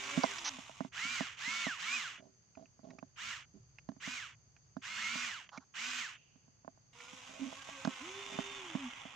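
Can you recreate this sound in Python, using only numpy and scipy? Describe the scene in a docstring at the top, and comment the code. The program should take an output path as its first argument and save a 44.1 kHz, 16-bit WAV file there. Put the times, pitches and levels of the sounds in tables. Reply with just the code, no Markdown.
"""A toy excavator works in a dirt patch a few metres from two microphones in a hand-held plastic case.
Its small motors spin up and coast down: gear teeth whine at steady multiples of the motor speed, and
noise bursts that recur each shaft turn rattle the plastic housings; swelling noise makes one hard gear grind.
Dirt trickles as filtered noise. Fingers knock, click, scrape and rub on the case, loudest on the right: short
pushes ring its modes, grit adds noise. Insects hiss in two noise bands over airy hiss and a far rumble."""
import sys
import numpy as np
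from scipy import signal
from scipy.fft import rfft, irfft
from scipy.io import wavfile
from scipy.ndimage import uniform_filter1d

SR = 44100
rng = np.random.default_rng(int(sys.argv[2]) if len(sys.argv) > 2 else 0)


def file_out(sig):
    """Save sig as 16-bit WAV at sys.argv[1]."""
    # one column per channel
    cols = np.atleast_2d(sig).T
    # limit, then scale
    lim = np.clip(cols, -1, 1)
    pcm = np.round(lim * 32767).astype(np.int16)
    wavfile.write(sys.argv[1], SR, pcm)


def elevation(decibels):
    """Turn decibel levels (scalar or array-like) into linear amplitude ratios."""
    levels = np.asarray(decibels, float)
    return 10 ** (levels / 20)


N = 403515
T = np.arange(N) / SR  # seconds
HZ = np.maximum(np.arange(N // 2 + 1) * SR / N, 1)  # frequency of each spectrum bin
SIDES = np.array([[1], [-1]])  # left, right


def colour(x, points, share=1):
    """Filter by a spectrum of (Hz, dB) points, joined on a log frequency axis."""
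    hz, db = np.transpose(points)
    gain_db = np.interp(np.log(HZ), np.log(hz), db)
    return irfft(rfft(x) * elevation(share * gain_db), N)


def hump(hz, width):
    """Gain of a resonance over the spectrum, 1 at its centre."""
    return 1 / np.sqrt(1 + (2 * (HZ - hz) / width) ** 2)


def unit(x):
    """Scale to rms 1."""
    return x / np.sqrt(np.mean(x ** 2))


def walk(rate):
    """Random drift: levels held 1 / rate seconds, smoothed twice, rms 1."""
    hold = int(SR / rate)
    steps = np.repeat(rng.standard_normal(N // hold + 1), hold)
    smooth = uniform_filter1d(uniform_filter1d(steps, hold), hold)
    return unit(smooth[:N])


def hiss(alike):
    """Noise for two microphones; alike is the correlation between them."""
    mid, side = rng.standard_normal((2, N))
    return np.sqrt(1 + alike) * mid + SIDES * np.sqrt(1 - alike) * side


def curves(runs):
    """Join the runs in time; the first curve is 1 during a run and fades to 0 between them."""
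    s, *columns = np.transpose(np.concatenate(runs))
    on = sum((T >= run[0][0]) & (T < run[-1][0]) for run in runs)
    gate = uniform_filter1d(1. * on, size=300, mode="nearest")
    return [gate] + [np.interp(T, s, column) for column in columns]


def ring(x, hz, t60):
    """One mode that decays 60 dB in t60 seconds, driven by x."""
    pole = np.exp(2j * np.pi * hz / SR - np.log(1000) / (t60 * SR))
    return signal.lfilter([1], [1, -pole], x).imag


def motor(runs):
    """Speed climbs towards its top under power, then friction brakes it evenly; also the run's level."""
    s, powered, top, rise, brake, db = np.array(runs).T[:, :, None]
    climb = top * (1 - np.exp(-np.clip(T - s, 0, powered) / rise))
    speeds = climb - brake * np.maximum(T - s - powered, 0)
    level_db = db[np.argmax(speeds, axis=0), 0]
    return np.maximum(np.max(speeds, axis=0), 0), uniform_filter1d(level_db, size=400)


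def whine(hz, tones, waver, flutter_db):
    """Shaft and gear tones, locked to a slightly unsteady speed; each flutters alone in level."""
    turns = np.cumsum(hz * (1 + waver * walk(60))) / SR
    total = 0
    for multiple, db in tones:
        level = np.sqrt(2) * elevation(db + flutter_db * walk(40))
        total = total + level * np.sin(2 * np.pi * multiple * turns)
    return total


# Resonances of the housing panels.
# Each row: centre in Hz, width in Hz, boost (or cut, if negative) in dB at the centre.
PANEL_MODES = [(253, 54, 12), (1210, 340, -3), (2880, 130, 3), (6800, 430, -3)]


def panels(x):
    """Spectrum of x after the housing panels boost or cut what falls on their resonances."""
    gains = [1 + (elevation(db) - 1) * hump(hz, width) ** 2 for hz, width, db in PANEL_MODES]
    return rfft(x) * np.prod(gains, axis=0)


def rattle(shaft_hz, box, beat, grain_db, treble_gain):
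    """Teeth clatter in uneven bursts, harder once a shaft turn; recurring flaws draw rough partials."""
    repeat_share, repeat_memory = .45, .94  # power share that recurs; how much of a flaw lasts a turn
    turns = np.cumsum(shaft_hz * (1 + .004 * walk(40))) / SR
    # one row of flaws per turn, each row mostly a copy of the one before
    flaws = rng.standard_normal((int(turns[-1]) + 1, 512))
    flaws = unit(signal.lfilter([1], [1, -repeat_memory], flaws, axis=0))
    again = flaws.ravel()[(turns * flaws.shape[1]).astype(int)]
    blows = np.sqrt(1 - repeat_share) * hiss(0.13) + np.sqrt(2 * repeat_share) * again
    blows = blows * elevation(grain_db * walk(500)) * (1 + beat * np.cos(2 * np.pi * turns))
    spectrum = panels(colour(blows, box))
    body = irfft(spectrum * (HZ < 3600), N)
    treble = irfft(spectrum * (HZ >= 3600), N)
    # rms 1 while the shaft turns, before the treble gain
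    running = (body + treble)[:, shaft_hz > 100]
    return (body + treble * treble_gain) / np.sqrt(np.mean(running ** 2))


# Tones of the arm drives. Each row: multiple of the tooth rate, relative level in dB.
ARM_GEAR_TONES = [(.1, -6), (.285, -16), (.46, -11), (.615, -10), (1, -4), (1.6, -17), (2, -12), (3, -15)]
# Spectrum of the arm housing. Each row: frequency in Hz, relative level in dB per Hz.
ARM_HOUSING = [(300, -35.5), (850, -18.5), (1150, -6), (2830, -5), (4460, -14), (6920, -9), (8430, -26),
               (9230, -43.5), (15000, -41.5)]


def arm(runs, whine_db):
    """A ten-tooth pinion drives the reduction gears; faster is louder and brighter."""
    hz, db = motor(runs)
    pace = hz / 2400
    tones = whine(hz, ARM_GEAR_TONES, .007, 3)
    tones = elevation(db + whine_db) * np.clip(1.3 * pace - .2, 0, 1) * tones
    # the small housing radiates low tones poorly and muffles high ones
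    tones = colour(tones, [(600, -26), (1300, 0), (3200, 0), (4500, -6.5)])
    tones = irfft(panels(tones), N)
    clatter = rattle(hz / 10, ARM_HOUSING, 0.12, 1.1, pace ** .5)
    return tones + elevation(db) * pace ** 1.045 * clatter


# Runs of the stick motor; the first row is another motor, already running, that soon coasts down.
# Each row: start in seconds, powered time in seconds, top speed in pinion teeth per second,
# spin-up time in seconds, braking in Hz per second, relative level in dB.
FIRST_MOTOR_AND_STICK_RUNS = [(-.3, 0.53, 2285, 0.046, 6955, -49), (.918, 0.24, 2406, 0.051, 9797, -40.5),
                              (1.36, 0.28, 2254, 0.047, 9723, -40), (1.745, .213, 2688, .078, 9690, -40),
                              (4.905, 0.36, 2449, 0.072, 11040, -43)]


def first_motor_and_stick():
    """Another motor coasts down, then the stick motor whines and clatters in short runs."""
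    return arm(FIRST_MOTOR_AND_STICK_RUNS, 0.34)


# Runs of the boom motor. Each row: start in seconds, powered time in seconds, top speed in pinion teeth
# per second, spin-up time in seconds, braking in Hz per second, relative level in dB.
BOOM_RUNS = [(3.157, 0.15, 2350, 0.035, 15180, -43.5), (3.998, .16, 2507, 0.03, 12440, -44.5),
             (4.815, .41, 2162, .024, 13890, -44), (5.737, 0.26, 2500, 0.031, 13520, -41.5)]


def boom():
    """The boom motor drives the same kind of gears, with less whine against its clatter."""
    return arm(BOOM_RUNS, -2.0)


# Hum of the slewing motor, a list of rows per run.
# Each row: time in seconds, shaft speed in Hz, relative level in dB.
SLEW_HUM = [
    [(0, 284.3, -61), (.2, 278.8, -59), (.33, 229, -71)],
    [(6.95, 235, -73.5), (7.3, 259.1, -74.5), (7.75, 278.4, -65.5), (8.06, 250.8, -69), (8.3, 267.6, -75),
     (8.8, 279.6, -71.5), (9.15, 264.8, -92)],
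]
# Tones of that hum. Each row: multiple of the shaft speed, relative level in dB.
SLEW_HUM_TONES = [(1, -4), (2, -2), (4.1, 2), (5.8, 1), (9.4, 0)]
# Grind of the slewing and lifting gears, a list of rows per run.
# Each row: time in seconds, level in dB before the treble fades.
GEAR_GRIND = [
    [(0, -45), (.3, -44), (.5, -49), (.86, -61.5), (.89, -70)],
    [(6.93, -62), (7.01, -55), (7.8, -51), (8.4, -45.5), (8.7, -48), (8.92, -49), (9.15, -54)],
]
# Spectrum of the slewing housing. Each row: frequency in Hz, relative level in dB per Hz.
SLEW_HOUSING = [(260, -22), (450, -20), (1090, -1.5), (1710, -11.5), (2040, -5), (3510, -7), (4370, -17),
                (6790, -7.5), (8980, -30), (15000, -47.5)]


def slew():
    """The body turns: a low hum in a grind that swells and then sinks, its treble fading late in the turn."""
    turn_from_s, dulling_db_per_s = 7.61, -5
    on, hz, hum_db = curves(SLEW_HUM)
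    grinding, grind_db = curves(GEAR_GRIND)
    hum = whine(hz * (1 + .015 * walk(8)), SLEW_HUM_TONES, .018, 5)
    treble_gain = elevation(dulling_db_per_s * np.maximum(T - turn_from_s, 0))
    grind = rattle(hz, SLEW_HOUSING, .15, 2, treble_gain)
    return on * elevation(hum_db) * hum + grinding * elevation(grind_db) * grind


# Runs of the lifting motor. Each row: start in seconds, powered time in seconds, top speed in shaft turns
# per second, spin-up time in seconds, braking in Hz per second, relative level in dB.
LIFT_RUNS = [(-.5, .83, 394, 0.051, 639.4, -60), (7.97, .6, 398.4, .045, 514.5, -52)]
# Shaft hum, then gear mesh. Each row: multiple of the shaft speed, relative level in dB.
LIFT_HUM_AND_MESH = [(1, -3), (9.0, -4.5)]


def lift():
    """A lightly loaded motor: clean shaft hum and a thin mesh tone that fades as it slows."""
    hz, db = motor(LIFT_RUNS)
    pace = hz / 400
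    # the hum is silent below 0.58 of full pace
    hum = np.clip(pace - .58, 0, 1) ** 0.051 * pace * whine(hz, LIFT_HUM_AND_MESH[:1], 0.0044, 2.9)
    mesh = pace ** 8 * whine(hz, LIFT_HUM_AND_MESH[1:], 0.0019, 2.4)
    return irfft(panels(elevation(db) * (hum + mesh)), N)


def soil():
    """Loose dirt trickles from the bucket: a band of noise that swells briefly and dies away."""
    fall = (T > 6.12) * np.exp(-np.abs(T - 6.2) / 0.15)
    grains = irfft(rfft(hiss(0.43)) * hump(2770, 710) ** 2, N)
    return elevation(-69.0) * fall * unit(grains)


# Knocks on the case.
# Each row: start in seconds, relative thump level in dB, rap in dB relative to the thump.
CASE_KNOCKS = [(.175, -17, -5), (.187, -24.5, -18), (0.236, -33.5, 18), (0.24, -26.5, 18),
               (0.586, -39.5, 3), (0.695, -51, 17.5), (.806, -25.5, 2.5), (.848, -32.5, -1),
               (1.207, -24.5, 2.5), (1.05, -37.5, -10), (1.476, -38, -21), (1.667, -27.5, 5),
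               (2.574, -47.5, 10.5), (2.792, -51, 4), (2.985, -47.5, 7), (3.027, -37.5, 4.5),
               (3.889, -28.5, -2), (3.918, -43.5, -2), (3.965, -46.5, -5), (4.075, -33, -4.5),
               (4.767, -29.5, -2.5), (5.155, -35.5, 1), (5.577, -37, -3), (6.357, -51.5, -5),
               (6.48, -55, 0), (6.647, -49.5, 10), (6.678, -43, 14), (6.775, -65.5, 12.5),
               (7.131, -43.5, -3), (7.527, -46.5, 15.5), (7.689, -46.5, 17), (7.85, -26, 3),
               (7.874, -19.5, -1.5), (8.388, -24, 4), (8.751, -21.5, -6), (9.053, -39, 5)]


def knock_force():
    """Each knock is one slow push that thumps and a short rough one that raps."""
    force = np.zeros((2, N))
    t = np.arange(600) / SR
    for s, db, rap_db in CASE_KNOCKS:
        at = slice(int(s * SR), int(s * SR) + 600)
        rough = 1 + .5 * rng.standard_normal(600)
        force[0, at] += elevation(db - 44.0) * np.sin(2 * np.pi * np.minimum(t / .005, 1))
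        rap = rough * np.cos(2 * np.pi * 700 * t) * np.exp(-t / 0.00086)
        force[1, at] += elevation(db + rap_db - 23.5) * rap
    return force


# Dry clicks of a nail or button, and one (at 7.003 s) as the gears start to grind.
# Each row: start in seconds, relative level in dB, ringing in Hz.
DRY_CLICKS = [(.234, -21, 5770), (.384, -26.5, 5720), (2.552, -48, 2510), (2.657, -53, 2720),
              (2.905, -39.5, 2340), (2.987, -37.5, 2700), (3.785, -37.5, 2740), (4.565, -47.5, 2660),
              (5.491, -37, 3118), (5.575, -28.5, 2321), (7.003, -37, 2300), (7.849, -19.5, 1530)]


def clicks():
    """Dry clicks, and the faint tick in every knock: decaying grit with a little ringing."""
    ticks = np.zeros(N)
    t = np.arange(600) / SR
    knock_ticks = [(s, db - 11.5, 1600) for s, db, _ in CASE_KNOCKS]
    for s, db, hz in DRY_CLICKS + knock_ticks:
        grit = rng.standard_normal(600)
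        click = (grit + ring(grit, hz, 0.0058) / 4) * np.exp(-t / 0.0049)
        ticks[int(s * SR):int(s * SR) + 600] += elevation(db - 7.5) * click
    return ticks


# Short scrapes: the first a hard grind of gears, the others on the case.
# Each row: start in seconds, length in seconds, relative level in dB, ringing in Hz.
SHORT_SCRAPES = [(0.439, .055, -36, 6070), (5.513, .06, -51, 1187), (5.594, 0.049, -65.5, 1230)]


def scrapes():
    """Ringing noise that swells over a third of its length, holds and stops dead."""
    total = np.zeros(N)
    rough = rng.standard_normal(N)
    for s, length, db, hz in SHORT_SCRAPES:
        swell = np.clip(3 * (T - s) / length, 0, 1) * (T < s + length)
        total += elevation(db) * swell * (rough + ring(rough, hz, 0.004) / 2)
    return total


# Fingers sliding on the case.
# Each row: start in seconds, length in seconds, slips per second, relative level in dB.
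FINGER_RUBS = [(2.182, 0.13, 56, -49), (2.569, 0.086, 54.5, -44), (2.832, 0.15, 60.4, -42.5),
               (3.542, 0.046, 103, -45), (7.292, 0.3, 48, -48), (7.395, 0.1, 273, -35),
               (8.297, 0.084, 56, -42.5)]


def rubbing():
    """A stream of small decaying slips, eased off at the end; gives force on the case and loose grit."""
    smooth, gritty = np.zeros((2, N))
    wobble, rough = walk(60), rng.standard_normal(N)
    for s, length, rate, db in FINGER_RUBS:
        pressure = elevation(db) * (T > s) * np.clip(3 * (1 - (T - s) / length), 0, 1)
        slip = pressure * np.exp(-((rate * T + .25 * wobble) % 1) / .5)
        # fast slips are smooth and make the case groan; slow ones are gritty
        smooth += slip
        gritty += slip * (50 / rate) ** 2
    groan = elevation(-38 + 3.8 * walk(200)) * smooth
    scratch = elevation(-49) * gritty * ring(rough, 670, .02)
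    return np.array([groan, scratch]), elevation(-19) * gritty * rough


# Modes of the case; under 500 Hz they thump, above it they rap.
# Each row: frequency in Hz, relative level in dB, 60 dB decay time in seconds.
CASE_MODES = [(210, -8.5, 0.079), (264.6, 5, 0.054), (383, -8, 0.27), (669, -12, 0.043), (820, -15, 0.023),
              (1050, -3.5, 0.012), (1423, -8.5, 0.012)]


def case(force):
    """The thumping and the rapping modes, driven by their own forces."""
    return sum(elevation(db) * ring(force[int(hz > 500)], hz, t60) for hz, db, t60 in CASE_MODES)


def knocks_and_grit():
    """Pushes ring the case while clicks, scrapes and grit sound directly; all louder on the right."""
    rub_force, rub_grit = rubbing()
    ticks = clicks() + scrapes() + rub_grit
    grit = colour(ticks, [(250, -35.5), (800, -3.5), (1600, -2.5), (6500, -5.0), (9000, -45.0)])
    body = colour(case(knock_force() + rub_force), [(50, -40.5), (160, -4.5)])
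    body = body * elevation(-4.5 * SIDES)
    # the shell carries the blow to the left port 14 samples sooner
    body[1] = np.roll(body[1], 14)
    return body + grit * elevation(-1.0 * SIDES)


# Insect choruses. Each row: centre in Hz, width in Hz, level in dB.
INSECT_BANDS = [(4714, 540, -80.5), (6350, 610, -72.5)]


def insects():
    """Bands of noise, each slowly wavering in level."""
    total = 0
    for hz, width, db in INSECT_BANDS:
        band = irfft(rfft(hiss(0.043)) * hump(hz, width) ** 2, N)
        total = total + elevation(db + 0.4 * walk(1.7)) * unit(band)
    return total


# Spectrum of the open air. Each row: frequency in Hz, relative level in dB per Hz.
AIR_SPECTRUM = [(18, -44), (34, -21.5), (116, -4.5), (279, -22.5), (2800, -33.5), (3700, -38), (5200, -78)]


def air():
    """Far drifting rumble, nearly the same in both microphones, under a wide airy hiss."""
    low = irfft(rfft(colour(hiss(.85), AIR_SPECTRUM)) * (HZ < 170), N)
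    low = low * elevation(2.5 * walk(2))
    high = irfft(rfft(colour(hiss(0.058), AIR_SPECTRUM)) * (HZ >= 170) * (HZ < 9000), N)
    return elevation(-69.5) * unit(low + high)


def scene():
    """Motors at a distance, knocks and grit, open air."""
    motors = first_motor_and_stick() + boom() + slew() + lift()
    return motors + soil() + knocks_and_grit() + insects() + air()


def top_cut(x):
    """Nothing passes above the cut-off."""
    return signal.sosfilt(signal.butter(12, 15550, fs=SR, output="sos"), x)


# Left minus right of the two microphones. Each row: frequency in Hz, difference in dB.
PORT_DIFFERENCE = [(60, 0.5), (400, -2), (4000, -5), (15000, 9.5)]


def record(dry):
    """The two microphones differ in colour, half of the difference on each side."""
    left = colour(dry[0], PORT_DIFFERENCE, .5)
    right = colour(dry[1], PORT_DIFFERENCE, -.5)
    return top_cut(np.array([left, right]))


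dry = scene()
out = record(dry)
file_out(out)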